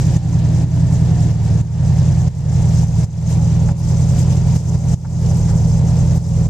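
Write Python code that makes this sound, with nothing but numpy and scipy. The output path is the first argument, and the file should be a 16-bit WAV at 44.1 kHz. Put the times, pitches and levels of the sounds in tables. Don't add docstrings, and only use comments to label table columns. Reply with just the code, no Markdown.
import sys
import numpy as np
from scipy import signal
from scipy.io import wavfile

SR = 44100
rng = np.random.default_rng(int(sys.argv[2]) if len(sys.argv) > 2 else 0)


def gain_from_db(level_db):
    decades = np.asarray(level_db, float) / 20
    return 10 ** decades


def waveform_to_disk(signal):
    frames = np.transpose(np.atleast_2d(signal))
    scaled = np.clip(frames, -1, 1) * 32767
    samples = np.round(scaled).astype(np.int16)
    wavfile.write(sys.argv[1], SR, samples)


N = 286297


def in_time(rows):
    s, *columns = np.transpose(rows)
    return [np.interp(np.arange(N) / SR, s, column) for column in columns]


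def at_hz(points, hz):
    table_hz, value = np.transpose(points)
    return np.interp(np.log(hz), np.log(table_hz), value)


def rms_one(x):
    return x / np.sqrt(np.mean(x ** 2) + 1e-20)


def drift(rate_hz):
    r = np.exp(-80 * np.pi * rate_hz / SR)
    slow = signal.lfilter([1], [1, -2 * r, r * r], rng.standard_normal(N // 40 + 2002))
    slow = slow[2000:]
    return np.interp(np.arange(N) / 40, np.arange(len(slow)), rms_one(slow))


def resonance(x, hz, width_hz):
    r = np.exp(-np.pi * width_hz / SR)
    poles = [1, -2 * r * np.cos(2 * np.pi * hz / SR), r * r]
    return signal.lfilter([(1 - r * r) / 2, 0, (r * r - 1) / 2], poles, x)


def one_pole(x, hz):
    r = np.exp(-2 * np.pi * hz / SR)
    return signal.lfilter([1 - r], [1, -r], x)


# frequency in Hz, left-right likeness from 0 to 1.
LIKENESS = [(60, 0.44), (130, 0.72), (290, 0.97), (630, 0.97), (1390, 0.75), (3060, 0.35), (6710, 0.31),
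            (14700, 0.04)]
# frequency in Hz, left minus right in dB.
LEAN = [(60, -20), (130, -2.5), (290, 0.5), (630, 0.5), (1390, 0), (3060, 0), (6710, 1), (14700, 64)]


def banded_noise(spectrum, patchy_db):
    lowest, highest = spectrum[0][0], spectrum[-1][0]
    edges = np.geomspace(lowest, highest, int(4 * np.log2(highest / lowest)) + 1)
    out, together = 0, drift(9.7)
    white = rng.standard_normal((2, 2, N))
    for k, (low, high) in enumerate(zip(edges, edges[1:])):
        band = signal.butter(2, [low, high], "band", fs=SR, output="sos")
        mid, side = signal.sosfilt(band, white[k % 2])
        hz = np.sqrt(low * high)
        alike = np.clip(at_hz(LIKENESS, hz), 0, 1)
        flicker_db = patchy_db * (0.79 * together + drift(49))
        gain = gain_from_db(at_hz(spectrum, hz) + flicker_db)
        lean = gain_from_db(at_hz(LEAN, hz) * np.array([[.5], [-.5]]))
        stereo = np.sqrt(1 + alike) * mid + np.sqrt(1 - alike) * side * [[1], [-1]]
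        out = out + gain * lean * stereo
    return rms_one(out)


# time in seconds, firing cycles per second.
SPEED = [(0.0, 10.75), (0.476, 10.322), (0.825, 10.545), (1.091, 10.567), (1.264, 10.115), (1.568, 10.018),
         (1.843, 10.651), (2.245, 10.548), (2.373, 10.842), (2.959, 10.092), (3.148, 10.223),
         (3.961, 10.611), (4.218, 10.684), (5.289, 10.585), (5.576, 10.141), (5.779, 10.635),
         (6.121, 10.611), (6.49, 10.251)]


def crank_speed():
    return in_time(SPEED)[0]


BANK = [0, 1, 1, 0, 1, 0, 0, 1]
STRENGTH = [1, .3, .880, .397, 1.893, .445, .379, 1.290]
FIRST_FIRING = .124
LONGER_PIPE_S = .0012


def firings(uneven, jitter_s):
    speed = crank_speed()
    speed = np.r_[np.full(SR, speed[0]), speed]
    eighths = 8 * (np.cumsum(speed) / SR - speed[0] - FIRST_FIRING)
    at = np.flatnonzero(np.diff(np.floor(eighths))) + 1
    cylinder = np.floor(eighths[at]).astype(int) % len(BANK)
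    bank = np.take(BANK, cylinder)
    chance = rng.standard_normal((len(at), 2))
    late_s = jitter_s * chance[:, 0] + LONGER_PIPE_S * bank
    at = np.clip(at + (late_s * SR).astype(int), 0, N + SR - 1)
    clicks = np.zeros((2, N + SR))
    clicks[bank, at] = np.take(STRENGTH, cylinder) * (1 + uneven * chance[:, 1]) * SR / speed[at]
    return clicks


def puffs(clicks, other_bank, smooth_hz, depth):
    gas = clicks[0] + other_bank * clicks[1]
    gas = one_pole(one_pole(gas, smooth_hz), smooth_hz)[SR:]
    return rms_one(1 + depth * (gas / gas.mean() - 1))


# time in seconds, level in dB.
LOAD = [(0, -11), (.2, -10), (.45, -11), (.8, -10.5), (1.0, -10.5), (1.6, -11), (2.0, -9.5), (2.2, -11.5),
        (2.4, -10), (3.1, -11), (3.6, -11.5), (3.8, -11), (4.2, -10.5), (5.2, -10), (5.45, -12.5),
        (6.0, -10.5), (6.4, -12)]


def engine_load():
    return in_time(LOAD)[0]


# time in seconds, level in dB.
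HISS = [(0, -38.5), (.3, -42.1), (.8, -43.5), (1.4, -41.5), (1.7, -43.5), (2.0, -41), (2.2, -43),
        (2.85, -39.5), (3.2, -41), (3.4, -41.5), (3.7, -42.5), (3.85, -39), (4.1, -40.5), (4.4, -39),
        (5.5, -40), (5.7, -41.5), (5.85, -40), (6.49, -42.5)]
# time of the top in seconds, rise in dB.
SLIPS = [
    (1.1, 2.5),
    (2.72, 1),
    (3.31, 5),
    (4.2, 6.5),
    (4.58, 4.5),
    (4.94, 2),
    (5.98, 2),
    (6.16, 2),
]
SURGE_S = 0.035


def gas_flow():
    t = np.arange(N) / SR
    surges_db = sum(rise_db * np.exp(-((t - s) / SURGE_S) ** 2) for s, rise_db in SLIPS)
    return in_time(HISS)[0] + surges_db


# time in seconds, level in dB.
BOOM = [(0, -54), (2.5, -32), (3.2, -30), (6.49, -27)]
RUMBLE_DB, RUMBLE_HZ = -38.5, (22, 190)


def rumble():
    band = signal.butter(2, RUMBLE_HZ, "band", fs=SR, output="sos")
    turbulence = rms_one(signal.sosfilt(band, rng.standard_normal(N)))
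    boom = resonance(resonance(rng.standard_normal(N), 45.4, 18), 45.4, 18)
    return gain_from_db(RUMBLE_DB) * turbulence + gain_from_db(in_time(BOOM)[0]) * rms_one(boom)


# multiple of the firing cycle, width in Hz, start in seconds, end in seconds, level in dB.
HUMS = [(25.8, 5.5, 0.22, 1.2, -35.5), (31.77, 28, .02, 1.2, -41), (26.5, 23, .01, 0.26, -44.5),
        (73.8, 6.2, .17, .23, -38.5), (68.9, 14, 1.12, 1.23, -42), (61.8, 13, 0.63, 1.23, -45.5),
        (68.9, 8.5, 2.23, 2.27, -43), (52.96, 11, 3.57, 6.4, -43), (44.4, 15, 5.3, 7, -46.5),
        (40.4, 11, 3.9, 5.8, -48), (166.7, 220, .01, 2.6, -54)]
FADE_SHARE, FADE_DB = 0.41, 16
SHORTEST_FADE_S = .07


def hums():
    angle = 2 * np.pi * np.cumsum(crank_speed()) / SR
    t, out = np.arange(N) / SR, 0
    for order, width_hz, start, end, level_db in HUMS:
        outside_s = np.maximum(np.maximum(start - t, t - end), 0)
        fade_db = FADE_DB * outside_s / (SHORTEST_FADE_S + FADE_SHARE * (end - start))
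        tone = drift(width_hz) * np.cos(order * angle) + drift(width_hz) * np.sin(order * angle)
        out = out + gain_from_db(level_db - fade_db) * tone
    return out


# start in seconds, length in seconds, level in dB, centre in Hz, width in Hz.
SPRAYS = [
    (3.28, 0.055, -45, 5000, 9000),
    (3.776, 0.035, -42, 6500, 7000),
    (4.152, 0.085, -46, 6500, 9000),
    (4.293, 0.063, -44, 3000, 1200),
    (4.54, 0.032, -60, 7000, 9000),
    (5.36, 0.023, -46, 6500, 7000),
    (6.14, .04, -50, 13000, 1500),
]


def sprays():
    out = np.zeros((2, N))
    for s, length_s, level_db, hz, width_hz in SPRAYS:
        share = np.arange(round(length_s * SR)) / (length_s * SR)
        shower = rms_one(resonance(rng.standard_normal((2, len(share))), hz, width_hz))
        i = round(s * SR)
        out[:, i:i + len(share)] += gain_from_db(level_db) * shower * np.sin(np.pi * share ** 0.89)
    return out * gain_from_db(np.array([[3.0], [-3.0]]))


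# time in seconds, peak in dB, centre in Hz, 60 dB decay in seconds.
KNOCKS = [(0.729, -65, 724, 0.087), (1.208, -46, 716, 0.048), (2.273, -39, 860, 0.03),
          (2.523, -38, 821, 0.04), (3.038, -45, 740, 0.04), (3.689, -28.5, 836, 0.032),
          (4.162, -37, 703, 0.091), (4.274, -42, 900, 0.034), (4.705, -40, 600, 0.015),
          (4.75, -36, 790, 0.023), (4.932, -35, 700, 0.025), (5.05, -23.5, 880, 0.038),
          (5.317, -35, 800, 0.018), (5.48, -34.5, 824, 0.25), (6.088, -54, 753, 0.04)]


def knocks():
    out, t = np.zeros(N), np.arange(SR // 8) / SR
    dull = signal.butter(4, 1900, fs=SR, output="sos")
    for s, peak_db, hz, t60 in KNOCKS:
        shape = (1 - np.exp(-t / 0.0086)) * gain_from_db(-60 * t / max(t60, .01))
        noise = 4.0 * rng.standard_normal(len(t)) * shape
        ring = np.sin(2 * np.pi * hz * t) * shape
        crunch = .6 * resonance(noise, hz, .6 * hz) + .13 * resonance(noise, 1.7 * hz, .9 * hz)
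        burst = signal.sosfilt(dull, .6 * ring + crunch)
        i = round((s - .004) * SR)
        out[i:i + len(t)] += gain_from_db(peak_db + 5.0) * burst / np.abs(burst).max()
    return out


# frequency in Hz, density in dB per Hz.
JET = [(2240, -25), (3800, -4.5), (4340, -3.5), (5850, 12.5), (7220, 7.5), (9890, -21.0), (13600, -36.5),
       (14200, -33), (15000, -22)]
LIP_HZ, LIP_WIDTH_HZ, LIP_GAIN = 7420, 230, 0.84


def hiss(clicks, flow_db):
    jet = gain_from_db(flow_db) * puffs(clicks, 0.25, 72, 0.073) * banded_noise(JET, patchy_db=2.0)
    return jet + LIP_GAIN * resonance(jet, LIP_HZ, LIP_WIDTH_HZ)


# frequency in Hz, density in dB per Hz.
RUSH = [(590, -7.5), (1000, -27), (1130, -49), (1490, 0.5), (1720, 6), (3430, 3), (4800, 3), (6240, -35),
        (10600, -120)]
RUSH_DB, RUSH_WITH_LOAD, RUSH_WITH_FLOW, RUSH_LOSS_DB_S = -44, .2, .7, 0.7


def rush(clicks, load_swing_db, flow_swing_db):
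    level_db = RUSH_DB + RUSH_WITH_LOAD * load_swing_db + RUSH_WITH_FLOW * flow_swing_db
    level_db = level_db - RUSH_LOSS_DB_S * np.arange(N) / SR
    return gain_from_db(level_db) * puffs(clicks, 1.0, 59, 0.057) * banded_noise(RUSH, patchy_db=1.14)


# frequency in Hz, density in dB per Hz.
ROAR = [(140, -8.5), (235, -2.5), (275, -8), (377, -8.5), (547, -10), (673, -12), (822, -11.5), (976, -17),
        (1180, -30), (1300, -24.5), (1690, -56), (2860, -120)]
ROAR_DB, ROAR_WITH_LOAD, ROAR_WITH_FLOW = -33, 0.2, 0.36


def roar(clicks, load_swing_db, flow_swing_db):
    level_db = ROAR_DB + ROAR_WITH_LOAD * load_swing_db + ROAR_WITH_FLOW * flow_swing_db
    return gain_from_db(level_db) * puffs(clicks, 0.34, 70, 0.022) * banded_noise(ROAR, patchy_db=-0.5)


BARK_DB, BARK_HZ = -50.5, (300, 900)


def bark(clicks):
    band = signal.butter(2, BARK_HZ, "band", fs=SR, output="sos")
    return gain_from_db(BARK_DB) * rms_one(signal.sosfilt(band, clicks.sum(axis=0))[SR:])


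# frequency in Hz, width in Hz, gain with polarity.
PIPES = [
    [(46.9, 17.2, -.106), (103.9, 14, .130), (162.4, 16.6, -.386)],
    [(35, 14, -.016), (99.5, 24.7, -.156), (148.2, 14, -.147)],
]
# frequency in Hz, width in Hz.
SILENCER = [(82.2, 29.8), (170, 14)]
# time in seconds, low chamber gain, high chamber gain.
CHAMBERS = [(.9, .0835, .1346), (2.3, .0918, .1015), (3.8, .0868, .0825), (5.4, .0912, .0662)]
MOUTH_HZ, BAFFLE_HZ = 45.2, 186.2


def throb(clicks):
    out = np.zeros(N + SR)
    for bank, pipe in zip(clicks, PIPES):
        for hz, width_hz, gain in pipe:
            out += gain * resonance(bank, hz, width_hz)
    for (hz, width_hz), heard in zip(SILENCER, in_time(CHAMBERS)):
        heard = np.r_[np.full(SR, heard[0]), heard]
        out += resonance(clicks.sum(axis=0) * heard, hz, width_hz)
    for _ in range(2):
        out = out - one_pole(out, MOUTH_HZ)
    baffles = signal.butter(6, BAFFLE_HZ, fs=SR, output="sos")
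    return signal.sosfilt(baffles, out)[SR:]


def scene():
    load_db, flow_db = engine_load(), gas_flow()
    swings_db = load_db - load_db.mean(), flow_db - flow_db.mean()
    clicks = firings(uneven=.035, jitter_s=.00007)
    body = gain_from_db(load_db) * throb(clicks) + rumble() + bark(clicks)
    body = body + (one_pole(body, 80) - 0.17 * one_pole(body, 320)) * [[-.45], [.45]]
    exhaust = roar(clicks, *swings_db) + rush(clicks, *swings_db) + hiss(clicks, flow_db)
    return body + exhaust + hums() + knocks() + sprays()


# time in seconds, depth in dB.
DUCKS = [(0.175, 8), (0.648, 5.5), (1.318, 4.5), (1.40, 2.5), (1.618, 10.5), (2.287, 12), (2.852, 6),
         (3.05, 13.5), (3.725, 8), (4.39, 2.5), (4.571, 8.5), (4.764, 6.5), (4.947, 15.5), (6.185, 8),
         (6.473, 8.5)]
HOLD_S, RELEASE_DB_S, ATTACK_S = 0.032, 52, 0.0047


def gain_control():
    t, gain_db = np.arange(N) / SR, np.zeros(N)
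    for s, depth_db in DUCKS:
        climb_db = RELEASE_DB_S * np.maximum(t - s - HOLD_S, 0) - depth_db
        gain_db = np.minimum(gain_db, np.where(t >= s - ATTACK_S, climb_db, 0))
    return one_pole(gain_from_db(gain_db) - 1, 1 / (2 * np.pi * ATTACK_S)) + 1


def roll_off(x):
    return signal.sosfilt(signal.butter(12, 15320, fs=SR, output="sos"), x)


SELF_NOISE_DB, CUTOFF_HZ = -66, 14200


def record(dry):
    self_noise = gain_from_db(SELF_NOISE_DB) * rng.standard_normal(dry.shape) * [[1], [.3]]
    top_cut = signal.ellip(14, .3, 60, CUTOFF_HZ, fs=SR, output="sos")
    mix = signal.sosfilt(top_cut, dry * gain_control() + self_noise)
    return roll_off(mix)


dry = scene()
out = record(dry)
waveform_to_disk(out)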